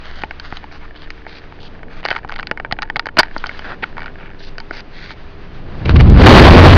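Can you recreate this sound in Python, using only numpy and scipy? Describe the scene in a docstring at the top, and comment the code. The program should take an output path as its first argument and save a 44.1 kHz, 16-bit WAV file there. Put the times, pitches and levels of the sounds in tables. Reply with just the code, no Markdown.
"""Inside a moving car, on the one microphone of a small hand-held camera. Road rumble and engine
drone lie underneath. Right at the microphone, the camera is gripped and turned: fingers slide over
the plastic casing, it creaks in stick-slip clicks, and once it takes a hard bump. Then the camera
reaches the open window, where the slipstream buffets the microphone into overload."""
import sys
import numpy as np
from scipy import signal
from scipy.fft import rfft, irfft, next_fast_len
from scipy.io import wavfile
from scipy.ndimage import uniform_filter1d, map_coordinates

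SR = 44100
rng = np.random.default_rng(int(sys.argv[2]) if len(sys.argv) > 2 else 0)


def transcribe(signal):
    """Save signal, clipped to [-1, 1], as a 16-bit WAV file at the path in sys.argv[1]."""
    frames = np.atleast_2d(signal).T
    limited = np.clip(frames, -1, 1)
    pcm = np.round(limited * 32767).astype(np.int16)
    wavfile.write(sys.argv[1], SR, pcm)


N = 298557
CLICK_WINDOW_S = 0.007  # a click's level is its energy spread over this time


def amp(db):
    """Decibels to gain."""
    return 10 ** (np.asarray(db) / 20)


def unit(x):
    """Scale to rms 1."""
    return x / np.sqrt(np.mean(x ** 2) + 1e-20)


def along(points, hz):
    """Read (frequency [Hz], value) points on a log frequency axis."""
    freqs, values = np.transpose(points)
    return np.interp(np.log(hz + 1), np.log(freqs + 1), values)


def curves(rows):
    """One value per sample for each column after the time."""
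    times, *columns = np.transpose(rows)
    return [np.interp(np.arange(N) / SR, times, column) for column in columns]


def wobble(rate):
    """A smooth random curve, rate knots a second."""
    knots = rng.standard_normal(int(N * rate / SR) + 4)
    return map_coordinates(knots, [np.arange(N) * rate / SR])


def filtered(x, response):
    """Pass x through a response given as a function of frequency."""
    size = next_fast_len(len(x) + 2048)
    return irfft(rfft(x, size) * response(np.fft.rfftfreq(size, 1 / SR)), size)[:len(x)]


def noise(spectrum):
    """Noise of rms 1 with the given colour."""
    return unit(filtered(rng.standard_normal(N), lambda hz: amp(along(spectrum, hz))))


def add(track, start, sound):
    """Mix a sound into the track, start seconds in."""
    part = track[round(start * SR):][:len(sound)]
    part += sound[:len(part)]


def road(sway_hz=74, hiss_hz=700, sway_db=-31, roar_trim_db=1, hiss_trim_db=-1):
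    """Slow pressure swings of the cabin, uneven tyre roar, and a faint steady air hiss,
    swelling with the soft rub of the hand on the camera."""
    # road noise in the cabin: (frequency [Hz], relative density [dB])
    spectrum = [(5, -2), (16, 19.5), (26, -6), (42, -0.5), (64, -20.5), (140, -21), (250, -24.5),
                (400, -29), (560, -29), (1700, -25), (3000, -31.5), (4500, -37.5), (6500, -33.5)]
    # levels at the microphone: (time [s], tyre roar [dB], air hiss and hand rub [dB])
    levels = [(0.0, -46.5, -41), (1.1, -47.5, -46), (1.85, -43.5, -43.5), (2.35, -43.5, -49),
              (2.55, -41.5, -52), (3.15, -43, -50.5), (3.5, -42, -38.5), (4.3, -42, -45.5),
              (4.7, -42, -41.5), (5.55, -41, -40.5), (5.8, -36, -40)]
    roar_db, hiss_db = curves(levels)
    rumble = noise(spectrum)
    low = filtered(rumble, lambda hz: 1 / (1 + (hz / sway_hz) ** 4))
    high = filtered(rumble, lambda hz: 1 - 1 / (1 + (hz / hiss_hz) ** 4))
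    tyres = amp(roar_db + roar_trim_db + 1.5 * wobble(2.9)) * unit(rumble - low - high)
    sway = amp(sway_db + 1.5 * wobble(3.8)) * unit(low)
    hiss_and_rub = amp(hiss_db + hiss_trim_db + 2.2 * wobble(16)) * unit(high)
    return sway + tyres + hiss_and_rub


def engine(drift=0.0025, waver_db=1.2):
    """The firing drone and its overtones swell and fade as the revs creep through cabin resonances."""
    # the engine slowly speeds up: (time [s], firing rate [Hz])
    revs = [(0, 67.84), (.5, 73.23), (1.4, 75.5), (3.9, 77.87), (4.8, 80.35), (6.8, 82.4)]
    # partials of the drone: (multiple of the firing rate, level before the cabin's lift [dB])
    orders = [(1, -52), (2, -56.5), (4, -56.5), (5, -57), (6, -62.5)]
    # air resonances of the cabin: (frequency [Hz], width [Hz], lift [dB])
    booms = [(70.66, 6.7, 12.5), (298.4, 16, 5), (396.1, 14, 7), (455, 29, 10.5)]
    firing_hz, = curves(revs)
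    phase = 2 * np.pi * np.cumsum(firing_hz * (1 + drift * wobble(8))) / SR
    drone = np.zeros(N)
    for order, db in orders:
        hz = round(order) * firing_hz
        boom_db = sum(lift / (1 + (2 * (hz - centre) / width) ** 2) for centre, width, lift in booms)
        drone += amp(db + boom_db + waver_db * wobble(6)) * unit(np.sin(round(order) * phase))
    return drone


def contact_tone(thump_db, bright_db, bite_db=2.5, bite_share=0.71):
    """A harder contact brightens the top modes and, by a share of that, those near 3 kHz (the bite)."""
    return thump_db, bite_db + bite_share * bright_db, bright_db


def casing(force, tone, scatter_db, detune, damping, delay_s=0.00066):
    """The plastic casing rings; the contact's tone weights its modes, the grip shifts and damps them."""
    # modes of the casing: (frequency [Hz], width before damping [Hz], relative level [dB])
    modes = [(219, 660, -12.5), (384, 210, -13), (674, 190, -6.5), (834, 133, 4), (904, 22.6, 4),
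             (1220, 310, 0), (1472, 149, 7), (1857, 200, 4), (2207, 100, 2.5), (2555, 820, -10),
             (3023, 90, -8), (3240, 330, -23), (4130, 140, -22), (4720, 1100, -12), (5700, 220, -22),
             (6310, 150, -11)]
    hz, widths, db = np.transpose(modes)
    thump_db, bite_db, bright_db = tone
    tilt = [(680, thump_db), (900, 0), (2150, 0), (2600, bite_db), (3150, bite_db), (4000, bright_db)]
    scatter, direction, shift = rng.standard_normal((3, len(hz)))
    # each mode starts inward or outward
    gains = amp(db + along(tilt, hz) + scatter_db * scatter) * np.sign(direction)
    gripped = list(zip(hz * (1 + detune * shift), widths * damping, gains))

    def resonance(f, centre, width):
        return 1j * f * width / (centre * centre - f * f + 1j * f * width)

    def response(f):
        # the grip absorbs what lies far from each resonance
        body = sum(gain * resonance(f, centre, width) * resonance(f, centre, centre + width)
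                   for centre, width, gain in gripped)
        # bending waves are slower at low pitch: delay_s is their delay at 1 kHz
        return body * np.exp(-4j * np.pi * delay_s * np.sqrt(1000 * f))

    return filtered(force, response)


def rubs(catches_per_s=300, catch_size=8, grain_db=4.5, pressure_db=2):
    """Skin drags over the casing with uneven pressure and damps it: friction hiss with small catches."""
    # finger strokes: (start [s], end [s], level [dB], brightness [dB])
    strokes = [(0.027, 0.272, -38.5, 10), (0.416, 0.6, -39, 11), (0.713, 0.786, -40.5, 10.5),
               (0.81, 0.863, -41, -12), (0.947, 1.064, -43.5, 15), (1.265, 1.413, -41.5, 11),
               (1.596, 1.69, -40.5, 17), (1.89, 2.027, -41.5, 7), (3.162, 3.269, -34, -1),
               (3.31, 3.615, -44, 11), (3.636, 3.754, -31, -12), (3.823, 3.844, -25, -16),
               (3.955, 4.13, -46.5, -8), (4.192, 4.282, -41, -7), (4.385, 4.503, -41, 42),
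               (4.721, 4.817, -34.5, 17), (4.92, 5.15, -38, 10)]
    track = np.zeros(N)
    for start, end, db, bright_db in strokes:
        n = max(round((end - start) * SR), SR // 100)
        caught = rng.random(n) < catches_per_s / SR
        catches = caught * catch_size * amp(grain_db * rng.standard_normal(n))
        friction = rng.standard_normal(n) + catches
        tone = contact_tone(thump_db=3.5, bright_db=bright_db, bite_db=3.5)
        stroke = unit(casing(friction, tone, scatter_db=0.1, detune=0.0083, damping=3.15))
        add(track, start, amp(db) * stroke * signal.windows.tukey(n, 0.26))
    return track * amp(pressure_db * wobble(45))


def grip_ticks(ticks_per_s=26, level_db=-43, spread_db=1.5):
    """While the grip shifts, the plastic gives faint ticks at random."""
    # spells of loose grip, adding up where they overlap: (start [s], end [s])
    spells = [(0, 3.7), (3.25, 4.6)]
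    t = np.arange(N) / SR
    loose = sum((t > start) & (t < end) for start, end in spells)
    slipped = rng.random(N) < ticks_per_s / SR
    sizes = amp(level_db + spread_db * np.clip(rng.standard_normal(N), -2, 2))
    slips = slipped * sizes * loose
    ring = casing(slips, tone=(2, 3, 2), scatter_db=12, detune=0.038, damping=1.1)
    return ring * np.sqrt(CLICK_WINDOW_S * SR * np.sum(slips ** 2) / (np.sum(ring ** 2) + 1e-20))


def creaks(chatter_db=-26, chatter_t60=0.02, cabin_db=-48, cabin_t60=0.019):
    """Each slip of the plastic is one sharp push, a brief chatter and a faint answer from the cabin."""
    # the main stick-slip clicks: (time [s], level [dB], thump [dB], brightness [dB])
    clicks = [(0.2356, -17.5, 14.5, -1), (0.3093, -24, 4, 2.5), (0.3983, -27.5, -29, 13),
              (0.5244, -23, 13.5, -22), (0.57, -27.5, -10, 17), (0.6407, -30, 10, -0.5),
              (1.104, -26, 0, 21), (1.2655, -28.5, 11, -6), (1.5234, -36.5, 12, -4), (1.831, -33.5, 1, 4),
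              (2.0517, -15.5, 4, 10), (2.0596, -19, -6, 5), (2.086, -19.5, 7, 3), (2.1047, -18.5, -10, 0),
              (2.1111, -16, 9, -6), (2.113, -16, 16.5, -1), (2.1272, -23.5, 2, 5), (2.15, -27, 8, -10),
              (2.1615, -24, -5, -6), (2.164, -21, -4, -7), (2.2472, -25, 17.5, 0), (2.294, -24.5, 5, 3),
              (2.322, -24.5, 8, 4), (2.361, -26, 3, 1), (2.3894, -26, 1, -2), (2.3961, -21.5, 5, -2),
              (2.429, -25.5, -1, 3), (2.4708, -24.5, -7, 13), (2.5128, -14, 10, -3.5),
              (2.574, -25, -5, -10), (2.5993, -22, 0, -2), (2.648, -21.5, 10, -3), (2.712, -23.5, -3, -12),
              (2.7241, -13.5, 15, 12.5), (2.7884, -21.5, -7, -5), (2.821, -18.5, -8, 4),
              (2.8289, -19.5, -7, -3), (2.8997, -17.5, 0, -4), (2.9592, -15.5, -1, -5.5),
              (2.966, -18.5, 1, 2), (2.9949, -14, -3, 1), (3.0573, -23, -22, 0), (3.0677, -21, 3, 1.5),
              (3.0876, -25, -2, -2.5), (3.1695, -17, 2, 2), (3.1725, -15.5, 13, 8), (3.1835, -11.5, 7, 0),
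              (3.2317, -15, -12, 3), (3.3636, -19, 15.5, -34), (3.3803, -29, 1, 55.5),
              (3.4404, -18, -2, -24), (3.46, -26, 4, 1.5), (3.4682, -26, 13.5, 22.5),
              (3.4928, -22.5, 0, -3), (3.5921, -26.5, -4, 8), (3.83, -25, 25, -3), (3.839, -19, -12, -5),
              (4.582, -25, 6, 13.5), (4.6018, -28, -9, 14), (4.709, -21, 15, -12), (5.106, -29.5, -1, -4)]
    track, t = np.zeros(N), np.arange(SR // 16) / SR
    tail = amp(chatter_db - 60 * t / chatter_t60) + amp(cabin_db - 60 * t / cabin_t60)
    for start, db, thump_db, bright_db in clicks + ratchet_slips():
        force = (t == 0) + tail * rng.standard_normal(len(t))
        tone = contact_tone(thump_db, bright_db)
        ring = casing(force, tone, scatter_db=4, detune=0.018, damping=1.13)
        add(track, start, amp(db) * ring * np.sqrt(CLICK_WINDOW_S * SR / np.sum(ring ** 2)))
    return track


def ratchet_slips(jitter=0.12, spread_db=3.4, thump_db=0):
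    """Under steady strain the plastic lets go at a nearly even rate: more click rows for the creaks."""
    # the grip tightens: (start [s], end [s], slip rate [1/s], level [dB], brightness [dB])
    runs = [(2.03, 2.19, 114, -33, 2.5), (2.278, 2.42, 77, -38, 5), (3.969, 4.085, 80, -30.5, -1),
            (4.19, 4.31, 45, -40, -6)]
    slips = []
    for start, end, rate, db, bright_db in runs:
        chance = np.clip(rng.standard_normal((64, 2)), -2, 2)
        for time, (late, size) in zip(np.arange(start, end, 1 / rate), chance):
            slips.append((time + jitter * late / rate, db + spread_db * size, thump_db, bright_db))
    return slips


def bump(contact_s=0.02, release_t60=0.031):
    """A finger knocks and scuffs right by the microphone port, then lifts off."""
    # the hard knock: (time [s], level [dB], t60 [s], thump [dB], bite [dB], brightness [dB])
    knocks = [(3.1872, 11.5, 0.056, 4, 5, 0.5)]
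    track, t = np.zeros(N), np.arange(SR // 10) / SR
    release_db = 60 * np.maximum(t - contact_s, 0) / release_t60
    for start, db, t60, *tone in knocks:
        friction = rng.standard_normal(len(t))
        scuff = unit(casing(friction, tone, scatter_db=6.5, detune=0.0088, damping=0.85))
        add(track, start, scuff * amp(db - 60 * t / t60 - release_db))
    return track


def slipstream(flutter_db=1.5):
    """At the window, large eddies shove the diaphragm; bursts of fine turbulence ride on each shove."""
    # the microphone moves into the stream and stays: (time [s], buffeting [dB], turbulence [dB])
    levels = [(4.8, -61, -82), (5.25, -43, -64), (5.75, -34, -41.5), (5.84, -21.5, -34), (5.93, -4.5, -26),
              (6.06, -2.5, -21.5), (6.12, 0.5, -21.5), (6.2, -1, -10), (6.275, 4, 4), (6.39, 4, 4.5),
              (6.54, 4, -0.5), (6.65, 3.5, 0.5), (6.77, 4, -2)]
    # large eddies: (frequency [Hz], relative density [dB])
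    buffet_spectrum = [(8, -39), (25, -7), (55, -3.5), (85, -2), (125, -8), (200, -15), (380, -29.5),
                       (900, -47), (3000, -81)]
    # fine turbulence: (frequency [Hz], relative density [dB])
    turbulence_spectrum = [(60, -10), (250, 10), (600, 3), (1200, -1.5), (2500, -9), (4400, -15),
                           (6500, -20.5), (9000, -53.5)]
    buffet_db, turbulence_db = curves(levels)
    shove = noise(buffet_spectrum)
    # a steady stream sheds eddies of much the same strength
    strength = np.sqrt(np.abs(uniform_filter1d(shove ** 2, size=SR // 25)) + 1e-9)
    shove = unit(shove / np.sqrt(strength))
    bursts = unit(amp(flutter_db * wobble(90)) * (1 + np.abs(shove)))
    return amp(buffet_db) * shove + amp(turbulence_db) * bursts * noise(turbulence_spectrum)


def sputters(crackle_db=3.5):
    """At the edge of the stream, air catches the microphone port in short crackling bursts."""
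    # bursts across the port: (middle [s], length [s], level [dB])
    bursts = [(5.859, 0.021, -17), (5.897, 0.06, -17.5), (5.965, 0.025, -11.5), (6.006, 0.04, -15),
              (6.101, 0.005, -1.5), (6.169, 0.008, -9), (6.206, 0.0076, -16.5)]
    # colour of the crackle: (frequency [Hz], relative density [dB])
    spectrum = [(150, 6.5), (500, -0.5), (1500, -4.5), (2800, -6.5), (4300, -15), (6500, -14), (9000, -54)]
    gate = np.zeros(N)
    for middle, length, db in bursts:
        add(gate, middle - length / 2, amp(db) * np.hanning(max(round(length * SR), 3)))
    return gate * unit(amp(crackle_db * wobble(500)) * noise(spectrum))


def scene():
    """One microphone: the car around it, handling noise right beside it, wind straight on it."""
    handling = creaks() + grip_ticks() + rubs() + bump()
    return (road() + engine() + handling + sputters() + slipstream())[None]


def saturate(x, top, hardness):
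    """Flatten the peaks at top."""
    return x / (1 + np.abs(x / top) ** hardness) ** (1 / hardness)


def record(dry, full_scale=0.97, top_hz=15700):
    """The microphone stage overloads, a speech-band filter follows, and its overshoots clip."""
    # the camera's speech-band filter: (frequency [Hz], gain [dB])
    mic_band = [(600, 0.5), (2000, 0.5), (4750, 0), (5200, -9), (5700, -13), (6400, -20.5), (6850, -31.5),
                (7600, -64.5)]
    # even when pinned, the microphone gives a little, so the flat tops still ripple
    overloaded = saturate(dry[0], top=0.95, hardness=10) + 0.008 * dry[0]
    speech_band = filtered(overloaded, lambda hz: amp(along(mic_band, hz)))
    clipped = np.clip(speech_band, -full_scale, full_scale)
    return filtered(clipped, lambda hz: hz < top_hz)[None]


dry = scene()
out = record(dry)
transcribe(out)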